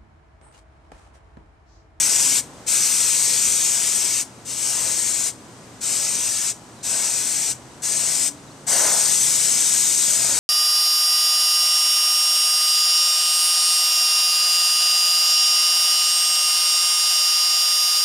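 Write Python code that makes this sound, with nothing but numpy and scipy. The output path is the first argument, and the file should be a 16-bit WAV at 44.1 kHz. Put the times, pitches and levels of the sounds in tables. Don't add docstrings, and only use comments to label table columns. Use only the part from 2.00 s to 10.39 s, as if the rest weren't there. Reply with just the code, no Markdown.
import sys
import numpy as np
from scipy import signal
from scipy.fft import rfft, irfft
from scipy.io import wavfile
from scipy.ndimage import uniform_filter1d

SR = 44100
rng = np.random.default_rng(int(sys.argv[2]) if len(sys.argv) > 2 else 0)


def transcribe(signal):
    frames = np.atleast_2d(signal).T
    limited = np.clip(frames, -1, 1)
    pcm = np.round(limited * 32767).astype(np.int16)
    wavfile.write(sys.argv[1], SR, pcm)


N = 369999
TIME = np.arange(N) / SR
FFT, HOP = 2048, 512
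BINS = np.fft.rfftfreq(FFT, 1 / SR)
FRAMES = np.arange(N // HOP + 3) * HOP / SR

# valve opens and shuts in seconds, air alone before the paint in seconds,
# hiss level in dB, fade as the gun turns away in dB, air-cap bite in dB, left minus right treble in dB,
# echo delay off the sprayed post in seconds.
PULLS = [(-.2, .424, .02, -19, -0.1, 2.3, 1, 0.0014), (0.663, 2.249, .012, -19, 3, 2.2, 0.7, .00087),
         (2.448, 3.324, 0.16, -22.5, 1, 1, 2, 0.00092), (3.806, 4.54, 0.028, -22.5, 0.6, 1.5, 0.2, .00081),
         (4.827, 5.548, .02, -22.5, 0.5, 1.3, 0.4, .0013),
         (5.818, 6.311, .008, -22.5, -1.4, -0.3, 1.5, 0.0014), (6.665, 8.6, .002, -19, 1, -1, 0.5, 0.0013)]
# frequency in Hz, relative level in dB.
HISS_COLOUR = [(60, -28), (250, -8), (800, -13), (1300, -8), (1700, -5.5), (1900, -5.5), (2200, -3),
               (3200, -3.5), (4500, -0.5), (6000, 2), (8500, 2.5), (10000, -1), (11500, -2), (14000, 3.5)]
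ROAR_COLOUR = [(40, -30), (150, -9), (380, -5.5), (620, 3), (1050, 0), (1350, -3.5), (2000, -4.5),
               (3000, -28), (6000, -35)]
LEAK_COLOUR = [(100, -30), (1500, -10), (3000, 4), (8000, 3.5), (11000, 4.5), (14000, 6)]
ROAD_COLOUR = [(20, -33), (35, -25), (55, -10), (85, -4.5), (110, -1.5), (160, 0), (250, 0.5), (500, -5),
               (900, -7), (1500, -11), (2500, -17.5), (5000, -22.5), (14000, -42)]
BREEZE_COLOUR = [(15, -22), (35, -14), (55, 0), (90, 0), (160, -14), (400, -35), (1500, -70)]
# centre in seconds, half length in seconds, peak level in dB.
EDGE_HITS = [(.15, 0.19, -43.5), (2.83, 0.16, -41), (4.1, .25, -48.5), (5.02, 0.16, -40.5), (6.05, .2, -47),
             (6.84, 0.22, -29.5), (8.29, 0.21, -38.5)]
GUSTS = [(.25, .2, -60), (1.51, .06, -48), (2.05, .15, -57), (2.88, .15, -53), (4.9, .12, -56),
         (6.1, .1, -59)]
ENGINE_BOOMS = [(.32, .1, -46), (6.3, 0.15, -48.5), (8.33, .1, -54)]
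# time the top is reached in seconds, gun height in metres.
STROKES = [(0, .088), (.75, 0.11), (1.7, 0.14), (2.6, 0.08), (3.8, .23), (4.9, 0.024), (5.8, .06),
           (6.7, .14), (7.8, .25)]
# delay in seconds, added delay in seconds per metre of height,
# share of the direct sound (negative where it bends round an edge), treble cutoff in Hz.
ECHOES = [(.00156, -0.0059, -.12, 4000), (.00184, 0.0054, 0.06, 3500), (.00246, 0.0048, -0.073, 5000),
          (.0046, .0012, .11, 7000), (.0059, -.0016, 0.14, 14000)]
# time in seconds, firing rate in Hz, level in dB.
ENGINE_REVS = [(0, 121.9, -57.5), (.5, 138.7, -54), (1, 137, -78), (3.2, 107, -72), (4.3, 105, -52.5),
               (5.6, 130.6, -57), (6.3, 142.3, -57), (7.2, 154.5, -56), (7.6, 152.9, -61),
               (8.35, 118.6, -50)]
# pitch in Hz, level in dB.
MOTOR_TONES = [(121, -55), (883, -67), (992, -65)]
# start and length in seconds, first and last pitch in Hz, level in dB.
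CHIRPS = [(4.76, .05, 4300, 3570, -56), (4.8, 0.038, 3550, 4670, -52), (5.7, .02, 3600, 3800, -55),
          (6.342, 0.022, 3750, 4100, -56), (6.372, .022, 3750, 4100, -57), (6.468, .03, 4200, 3500, -53),
          (6.502, .028, 3750, 4800, -51)]
# resonance in Hz, width in Hz, treble shading in dB.
MIC_PORTS = [(8200, 1510, -1.5), (6440, 1380, -8)]
# frequency in Hz, lead of the left in radians.
LEFT_LEAD = [(4400, 0), (5300, -0.5), (5900, 0), (6700, 0.94), (7300, 0.8), (8000, 0.6), (8900, -0.8),
             (11000, -2.4), (14000, -0.5)]
# frequency in Hz, left-right likeness from 0 (wide) to 1 (narrow).
GUN_IMAGE = [(100, 0.95), (1300, 0.93), (2100, 1), (4200, 1), (5100, 0.73), (6500, 0.86), (8800, 0.6),
             (11000, 0.55), (12700, 0.4), (14000, .25)]
FAR_IMAGE = [(25, .4), (45, 0.51), (80, 0.69), (150, 0.92), (700, 0.9), (1400, 0.46), (6000, 0.15)]
BREEZE_IMAGE = [(30, .5), (70, 0.62)]


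def gain_of(db):
    return 10 ** (np.asarray(db) / 20)


def unit_rms(x):
    return x / np.sqrt(np.mean(x ** 2) + 1e-20)


def over_bins(points):
    hz, value = np.transpose(points)
    return np.interp(np.log(BINS + 1), np.log(hz + 1), value)


def over_time(rows, t=TIME):
    times, *columns = np.transpose(rows)
    return [np.interp(t, times, column) for column in columns]


def drift(rate_hz):
    hz = np.fft.rfftfreq(N, 1 / SR)
    return unit_rms(irfft(rfft(rng.standard_normal(N)) / (1 + (hz / rate_hz) ** 4), N))


def patches(frames, bins):
    field = rng.standard_normal((len(FRAMES), len(BINS)))
    for _ in range(2):
        field = uniform_filter1d(field, frames, axis=0)
        field = uniform_filter1d(field, bins, axis=1)
    return unit_rms(field)


def swells(rows, base_db):
    power = gain_of(base_db) ** 2
    for centre, half_length, db in rows:
        power = power + (gain_of(db) * np.exp(-((TIME - centre) / half_length) ** 2)) ** 2
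    return np.sqrt(power)


def mic_ports(shade_hz=6000):
    hz, width, shade_db = np.transpose(MIC_PORTS)[:, :, None]
    cavity = 1 / np.hypot(1 - (BINS / hz) ** 2, BINS * width / hz ** 2)
    shade = gain_of(shade_db * BINS ** 2 / (BINS ** 2 + shade_hz ** 2))
    return (cavity * shade)[:, None]


def stereo_noise(colour_db, image):
    a, b, c, d = rng.standard_normal((4, len(FRAMES), len(BINS)))
    likeness = np.clip(over_bins(image), 0, 1)
    left = a + 1j * b
    right = likeness * left + np.sqrt(1 - likeness ** 2) * (c + 1j * d)
    right *= np.exp(-1j * over_bins(LEFT_LEAD))
    spectra = np.array([left, right]) * gain_of(colour_db) * mic_ports()
    noise = signal.istft(spectra.swapaxes(1, 2), nperseg=FFT, noverlap=FFT - HOP)[1][:, :N]
    return noise / np.std(noise.mean(0))


def valve(opening_s=.022, closing_s=.036, air_alone_db=-5.5, paint_rise_s=.11, bleed_db=-17.5):
    flow = np.zeros(N)
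    for start, shut, air_alone, *_ in PULLS:
        squeeze_s = opening_s + .26 * air_alone
        attack = np.clip((TIME - start) / squeeze_s, 0, 1) ** .7
        paint = np.clip((TIME - start - air_alone) / paint_rise_s + .5, 0, 1)
        release = np.clip((shut - TIME) / closing_s, 0, 1) ** 1.25
        bleed = gain_of(bleed_db) * np.exp(-np.maximum(TIME - shut, 0) / .027)
        flow += attack * gain_of(air_alone_db * (1 - paint)) * np.maximum(release, bleed)
    return flow


def aim(t):
    start, shut, _, level_db, fade_db, bite_db, pan_db, echo_s = np.transpose(PULLS)
    pull = np.searchsorted((shut[:-1] + start[1:]) / 2, t)
    progress = np.clip((t - start[pull]) / (shut - start)[pull], 0, 1)
    turned_db = level_db[pull] - fade_db[pull] * progress ** 1.45
    return turned_db, bite_db[pull], pan_db[pull], echo_s[pull]


def gun_height(dip_m=.11):
    times, tops = np.transpose(STROKES)
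    lows = zip((times[:-1] + times[1:]) / 2, np.minimum(tops[:-1], tops[1:]) - dip_m)
    turns = sorted([*zip(times, tops), *lows])
    return uniform_filter1d(over_time(turns, FRAMES)[0], size=15)


def echo_comb_db(post_delay, post_share=.085, post_cutoff_hz=3500):
    height = gun_height()[:, None]
    paths = 1
    for delay, slope, share, cutoff_hz in [(post_delay, 0, post_share, post_cutoff_hz), *ECHOES]:
        echo = share / (1 + (BINS / cutoff_hz) ** 2)
        paths = paths + echo * np.exp(-2j * np.pi * BINS * (delay + slope * height))
    return 20 * np.log10(abs(paths) + 1e-3)


def nozzle_hiss(comb_db, side_on_db=-23.5, cap_hz=2600, cap_width_hz=1000, shimmer_db=1.09):
    level_db, bite_db, pan_db, _ = (column[:, None] for column in aim(FRAMES))
    beam_db = .6 * (level_db - side_on_db) * over_bins([(7500, .068), (12000, 1)])
    cap_db = bite_db * np.exp(-(2 * (BINS - cap_hz) / cap_width_hz) ** 2)
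    treble = over_bins([(4000, 0), (6000, 1)])
    sides_db = np.array([pan_db, -pan_db]) / 2 * treble
    eddies_db = shimmer_db * patches(frames=3, bins=12)
    colour_db = over_bins(HISS_COLOUR) + beam_db + cap_db + sides_db + comb_db + eddies_db
    return stereo_noise(colour_db, GUN_IMAGE) * gain_of(aim(TIME)[0])


def wood_roar(comb_db, grazing_db=-48.5):
    return stereo_noise(over_bins(ROAR_COLOUR) + comb_db, GUN_IMAGE) * swells(EDGE_HITS, grazing_db)


def spray_gun(scatter_db=1.18, hiss_flutter_db=.34, roar_flutter_db=.8):
    *_, post_delay = aim(FRAMES)
    comb_db = echo_comb_db(post_delay[:, None]) + scatter_db * patches(frames=14, bins=7)
    hiss = nozzle_hiss(comb_db)
    roar = wood_roar(comb_db)
    hiss *= gain_of(hiss_flutter_db * drift(52))
    roar *= gain_of(roar_flutter_db * drift(40))
    return valve() * (hiss + roar)


def air_leak(db=-53.5):
    return gain_of(db) * stereo_noise(over_bins(LEAK_COLOUR), GUN_IMAGE)


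def road(db=-44.5, swell_db=.52):
    return gain_of(db + swell_db * drift(1.6)) * stereo_noise(over_bins(ROAD_COLOUR), FAR_IMAGE)


def breeze(lull_db=-66, waver_db=2):
    strength = swells(GUSTS, lull_db + waver_db * drift(2.2))
    return strength * stereo_noise(over_bins(BREEZE_COLOUR), BREEZE_IMAGE)


def motor_hum(waver_db=2, wander_hz=2.4):
    hum = np.zeros(N)
    for hz, db in MOTOR_TONES:
        cycles = np.cumsum(hz + wander_hz * drift(7.1)) / SR
        tone = gain_of(waver_db * drift(7.7)) * np.sin(2 * np.pi * cycles)
        hum += gain_of(db) * unit_rms(tone)
    return hum


def far_engine(waver_db=2, wander=.0074, second_order_db=-9):
    hz, db = over_time(ENGINE_REVS)
    phase = 2 * np.pi * np.cumsum(hz * (1 + wander * drift(10))) / SR
    firing = gain_of(db) * np.sin(phase)
    octave = swells(ENGINE_BOOMS, db + second_order_db) * np.sin(2 * phase)
    return np.sqrt(2) * (firing + octave) * gain_of(waver_db * drift(2.9))


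def bird(roughness_db=2.5):
    song = np.zeros(N)
    for start, length, first_hz, last_hz, db in CHIRPS:
        progress = np.clip((TIME - start) / length, 0, 1)
        cycles = np.cumsum(first_hz + (last_hz - first_hz) * progress) / SR
        song += gain_of(db) * np.sin(np.pi * progress) * np.sin(2 * np.pi * cycles)
    return song * gain_of(roughness_db * drift(200))


def scene():
    return spray_gun() + air_leak() + road() + breeze() + motor_hum() + far_engine() + bird()


def record(dry):
    lowpass = signal.firwin(801, cutoff=14290, window=("kaiser", 8), fs=SR)
    return signal.oaconvolve(dry, lowpass[None], "same")


dry = scene()
out = record(dry)
transcribe(out)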